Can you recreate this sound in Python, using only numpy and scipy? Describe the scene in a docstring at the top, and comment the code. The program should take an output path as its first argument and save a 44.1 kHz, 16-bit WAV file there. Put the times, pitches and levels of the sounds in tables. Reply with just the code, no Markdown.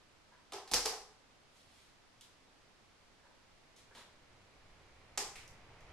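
"""Twirling plastic hoops

Two hoops are twirled by hand in a quiet living room, a few metres away. Now and then they collide:
the tube wall cracks, the hollow tube knocks, and the room rings on. Between the clacks they graze,
slide through the palms and rub faintly. Under the room hiss a far rumble, like traffic, slowly grows."""
import sys
import numpy as np
from scipy import signal
from scipy.fft import rfft, irfft
from scipy.io import wavfile

SR = 44100
rng = np.random.default_rng(int(sys.argv[2]) if len(sys.argv) > 2 else 0)


def master(y):
    """Save y as 16-bit WAV."""
    cut = np.clip(np.atleast_2d(y).T, -1, 1)
    pcm = np.round(cut * 32767)  # scale
    wavfile.write(sys.argv[1], SR, pcm.astype(np.int16))


N = 261072


def from_db(db):
    """Decibels to gain."""
    return 10 ** (np.asarray(db) / 20)


def at_hz(points, hz):
    """Read a curve on a log-frequency axis."""
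    points_hz, values = np.transpose(points)
    return np.interp(np.log(np.maximum(hz, 1)), np.log(points_hz), values)


def unit_energy(sound):
    """Scale a short sound to an energy of 1."""
    return sound / np.linalg.norm(sound)


def add(track, start_s, sound):
    """Mix a sound into a track at a time."""
    start = max(round(start_s * SR), 0)
    part = track[..., start:start + sound.shape[-1]]
    part += sound[..., :part.shape[-1]]


def noise(spectrum, size):
    """Noise of the given colour, rms 1."""
    hz = np.arange(size // 2 + 1) * SR / size
    phases = np.exp(2j * np.pi * rng.random(len(hz)))
    coloured = irfft(from_db(at_hz(spectrum, hz)) * phases, size)
    return coloured / coloured.std()


def stereo_noise(spectrum, likeness, size):
    """Diffuse noise: centred where left and right are alike, wide where they are unrelated."""
    hz = np.arange(size // 2 + 1) * SR / size
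    alike = np.clip(at_hz(likeness, hz), -.99, .99)
    mid = irfft(rfft(noise(spectrum, size)) * np.sqrt((1 + alike) / 2), size)
    side = irfft(rfft(noise(spectrum, size)) * np.sqrt((1 - alike) / 2), size)
    return np.array([mid + side, mid - side])


def struck(modes):
    """One blow on a set of decaying modes; neighbouring modes swing in opposite senses."""
    t = np.arange(SR // 2) / SR
    hz, level_db, t60_s = np.transpose(sorted(modes))[:, :, None]
    polarity = (-1) ** np.arange(len(modes))[:, None]
    decay = np.exp(-np.log(1000) * t / t60_s)
    return np.sum(polarity * from_db(level_db) * decay * np.sin(2 * np.pi * hz * t), axis=0)


# colours of the hiss and the rumble: freq_hz, level_db
HISS_SPECTRUM = [(20, -99), (50, -99), (80, -96.5), (150, -99.5), (240, -98), (500, -100.5), (1100, -101.5),
                 (2400, -105.5), (4800, -108), (7000, -113.5), (10000, -120.5), (12000, -123.5),
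                 (12800, -146), (14000, -165)]
RUMBLE_SPECTRUM = [(20, 11), (45, 1), (85, 5.5), (140, -0.5), (270, -8.5), (500, -4.5), (1000, -7.5),
                   (1600, -12), (2200, -7.5), (3200, -16.5), (6000, -29), (11000, -48), (13000, -80)]
# stereo image of the hiss, and of the rumble and room tail: freq_hz, likeness (0 wide, 1 mono)
HISS_LIKENESS = [(60, 0.4), (200, 0.19), (700, 0.28), (2400, 0.17), (5000, 0.03), (12000, 0.03)]
ROOM_LIKENESS = [(60, 1), (130, 0.93), (350, 0.97), (700, 0.96), (1300, 0.78), (2400, 0.33), (4400, 0),
                 (9000, 0)]
def background(pan_db):
    """The bed: steady hiss, and a far rumble that holds, then draws nearer."""
    nears_at_s, rise_db_per_s = 2.95, 5.5
    rumble_db = -74 + rise_db_per_s * np.maximum(np.arange(N) / SR - nears_at_s, 0)
    rumble = from_db(rumble_db) * stereo_noise(RUMBLE_SPECTRUM, ROOM_LIKENESS, N)
    hiss = from_db(-66) * stereo_noise(HISS_SPECTRUM, HISS_LIKENESS, N)
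    return (hiss + rumble) * from_db([[pan_db / 2], [-pan_db / 2]])


def chatter(decay_s, size):
    """Bending waves run round the hoop at different speeds and smear a contact over milliseconds."""
    envelope = np.exp(-np.arange(size) / max(decay_s * SR, 1))
    burst = rfft(rng.standard_normal(size) * envelope)
    flat_burst = irfft(burst / np.abs(burst), size)
    return unit_energy(flat_burst * np.sqrt(envelope))


# what the furnishings send back: freq_hz, level_db
ROOM_COLOUR = [(100, 6.5), (800, 0), (2000, 2.5), (5000, 0.5), (10000, -1.5), (16000, 1)]
# length of the room tail: band_hz, t60_s
ROOM_DECAY = [(60, 0.16), (400, 0.48), (1000, 0.54), (2500, 0.43), (5000, 0.44), (8000, 0.45),
              (14000, 0.31)]
# early reflections off floor and walls: delay_s, level_db
REFLECTIONS = [(.0032, -13.5), (0.012, -17), (0.0291, -13)]
def in_room(sound, chatter_s=0):
    """One position of the hoop: the direct rattle, its reflections, and a tail dying band by band."""
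    size, tail_db, build_s, direct_pan_db = 2 ** 15, 2.5, 0.0017, -2
    t = np.arange(size) / SR
    hz = np.arange(size // 2 + 1) * SR / size
    diffuse = rfft(stereo_noise(ROOM_COLOUR, ROOM_LIKENESS, size))
    bands_hz, t60s = np.transpose(ROOM_DECAY)
    response = np.zeros((2, size))
    for share, t60_s in zip(np.eye(len(bands_hz)), t60s):
        band_gain = at_hz(list(zip(bands_hz, share)), hz)
        response += irfft(diffuse * band_gain, size) * np.exp(-np.log(1000) * t / t60_s)
    response *= 1 - np.exp(-t / (build_s + chatter_s))
    response *= from_db(tail_db) / np.linalg.norm(response[0])
    direct = chatter(chatter_s, size)
    for channel, side in enumerate((1, -1)):
        add(response[channel], channel / SR, from_db(side * direct_pan_db / 2) * direct)
        for delay_s, level_db in REFLECTIONS:
            skew_s = rng.integers(0, 8) / SR  # a reflection from the side reaches one channel first
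            add(response[channel], delay_s + skew_s, from_db(level_db) * direct)
    return signal.fftconvolve(sound[None], response, axes=1)


# hoop sliding through a palm; faint hollow rubs and a tiny squeak: middle_s, half_length_s, level_db
PALM_SLIDES = [(1.58, 0.053, -73), (1.78, 0.12, -73), (3.785, 0.023, -68.5), (3.98, 0.034, -65),
               (5.40, 0.012, -66)]
HOLLOW_RUBS = [(0.33, 0.021, -67.5), (3.256, 0.024, -67.5), (3.913, 0.002, -59.5), (3.98, 0.013, -65)]
# the bright slide and the hollow rub: freq_hz, level_db
SLIDE_SPECTRUM = [(200, -9), (700, -26), (2000, -2), (4000, 2.5), (6500, -3), (10000, -4.5), (12200, -10),
                  (13500, -43)]
RUB_SPECTRUM = [(200, -30), (550, -3.5), (780, -14), (950, 2.5), (1200, -20), (1550, -3.5), (2100, -18),
                (6000, -48.5)]
def strokes(cues, spectrum):
    """Friction noise that swells and fades with the speed of each stroke."""
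    t = np.arange(N) / SR
    speed = sum(from_db(level_db) * np.exp(-((t - middle_s) / half_length_s) ** 2)
                for middle_s, half_length_s, level_db in cues)
    return speed * noise(spectrum, N)


# tones of the low boom: pitch_hz, level_db, t60_s
THUD_MODES = [(40.5, -4, 0.69), (73, -3, .25), (179.5, -4, 0.23), (256, -2.5, .15)]
# where the boom sounds: start_s, level_db
THUDS = [(0.717, -51.5), (0.742, -48), (5.174, -78)]
def thuds():
    """A low boom under some clacks: a few deep tones that start together and die away."""
    out = np.zeros(N)
    for start_s, level_db in THUDS:
        add(out, start_s, from_db(level_db) * struck(THUD_MODES))
    return out


# base colour of the wall's crack: freq_hz, level_db
CRACK_SPECTRUM = [(100, 1), (300, -7.5), (1000, -4), (1900, -5), (3100, -6), (4500, -6), (6000, -5.5),
                  (7500, -6.5), (9000, -9), (11500, -12), (14500, -26.5)]
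def crack(centre_hz, low_cut_hz, tilt_db_per_octave):
    """The heavily damped tube wall: the spot hit sets a broad peak, the tilt how bright the crack is."""
    size, peak_db, peak_width_octaves = 2048, 7, 0.31
    hz = np.maximum(np.arange(size // 2 + 1) * SR / size, 1)
    octaves = np.log2(hz / centre_hz)
    colour_db = at_hz(CRACK_SPECTRUM, hz) + tilt_db_per_octave * np.maximum(octaves, -2)
    colour_db += peak_db * np.exp(-(octaves / peak_width_octaves) ** 2)
    # low cut: a glancing touch stirs only the short waves of the wall
    colour_db -= 10 * np.log10(1 + (low_cut_hz / np.maximum(hz, low_cut_hz / 4)) ** 6)
    # minimum phase: nothing sounds before the contact
    cepstrum = irfft(np.log(from_db(colour_db)), size)
    cepstrum[1:size // 2] *= 2
    spectrum = np.exp(rfft(cepstrum[:size // 2], size))
    return unit_energy(irfft(spectrum, size))


# hoop glances off hoop: start_s, level_db, scrape_s, centre_hz, low_cut_hz
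GRAZES = [(0.676, -29, 0.02, 4520, 1500), (2.210, -31.5, 0.0097, 3300, 2820),
          (3.762, -39, 0.018, 6460, 2800), (3.950, -27.5, 0.038, 3650, 250), (5.356, -25, 0.02, 2320, 1570),
          (5.478, -35.5, 0.0037, 5600, 4000), (5.806, -46.5, 0.0055, 6000, 3000)]
def grazes():
    """Glancing touches stir only the wall; the longer the scrape, the duller it is."""
    neutral_scrape_s = 0.013
    out = np.zeros((2, N))
    for start_s, level_db, scrape_s, centre_hz, low_cut_hz in GRAZES:
        tilt_db_per_octave = -2 * np.log2(scrape_s / neutral_scrape_s)
        wall = crack(centre_hz, low_cut_hz, tilt_db_per_octave)
        add(out, start_s, from_db(level_db) * in_room(wall, scrape_s))
    return out


# overtones of the hollow tube: pitch_hz, level_db, t60_s
TUBE_MODES = [(769, 5.5, 0.022), (894, -0.5, 0.038), (1013, -3, 0.028), (1346, -9, 0.025)]
def knock(pitch_hz):
    """The hollow tube, struck once: a tight grip lowers its main mode and damps it."""
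    main_mode_db, grip_damping_power = 0.5, 4.7
    t60_s = 0.05 * (pitch_hz / 397) ** grip_damping_power
    return unit_energy(struck([(pitch_hz, main_mode_db, t60_s), *TUBE_MODES]))


def contact(crack_db, wall, knock_db, knock_hz):
    """Crack and knock layered; the hoop keeps moving, so each contact excites the room anew."""
    sound = from_db(knock_db) * knock(knock_hz)
    add(sound, 0, from_db(crack_db) * wall)
    hard_hit_db, halving_db = -4.5, 9.5
    chatter_s = 0.0027 * 2 ** ((hard_hit_db - crack_db) / halving_db)  # a harder contact is over sooner
    return in_room(sound, chatter_s)


# hoop hits hoop and rebounds once: start_s, crack_db, centre_hz, tilt_db_per_octave, knock_db, knock_hz,
# rebound_delay_s, rebound_gain_db (over the first crack), rebound_low_cut_hz
CLACKS = [(0.5214, -23, 3500, -0.5, -19, 391, .0122, 2, 800),
          (0.7140, -16, 3950, 4, -17.5, 340, .005, -0.5, 200),
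          (0.7364, -4, 4930, 0.5, -15, 493, .0050, 1, 3600),
          (0.8553, -12, 4760, 1.5, -13, 438, .003, 3, 400),
          (5.1753, -10.5, 7160, 1, -18, 406, .003, -0.5, 453)]
def clacks():
    """Each collision is a square hit, then a rebound that rings the wall and hardly knocks."""
    hit_low_cut_hz, rebound_centre_hz, rebound_knock_gain_db = 285, 5250, -9.5
    out = np.zeros((2, N))
    for (start_s, crack_db, centre_hz, tilt_db_per_octave, knock_db, knock_hz,
         rebound_delay_s, rebound_gain_db, rebound_low_cut_hz) in CLACKS:
        hit_wall = crack(centre_hz, hit_low_cut_hz, tilt_db_per_octave)
        rebound_wall = crack(rebound_centre_hz, rebound_low_cut_hz, tilt_db_per_octave)
        add(out, start_s, contact(crack_db, hit_wall, knock_db, knock_hz))
        rebound_knock_db = knock_db + rebound_knock_gain_db
        rebound = contact(crack_db + rebound_gain_db, rebound_wall, rebound_knock_db, knock_hz)
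        add(out, start_s + rebound_delay_s, rebound)
    return out


def scene():
    """The hoops in the room, over the bed; the long waves of the thuds reach left and right alike."""
    handling = strokes(PALM_SLIDES, SLIDE_SPECTRUM) + strokes(HOLLOW_RUBS, RUB_SPECTRUM)
    return clacks() + grazes() + thuds() + in_room(handling)[:, :N] + background(pan_db=-1.3)


def record(dry):
    """A steep high cut on the whole mix."""
    cutoff_hz = 14200
    return signal.sosfilt(signal.ellip(10, .1, 80, cutoff_hz, fs=SR, output="sos"), dry)


dry = scene()
out = record(dry)
master(out)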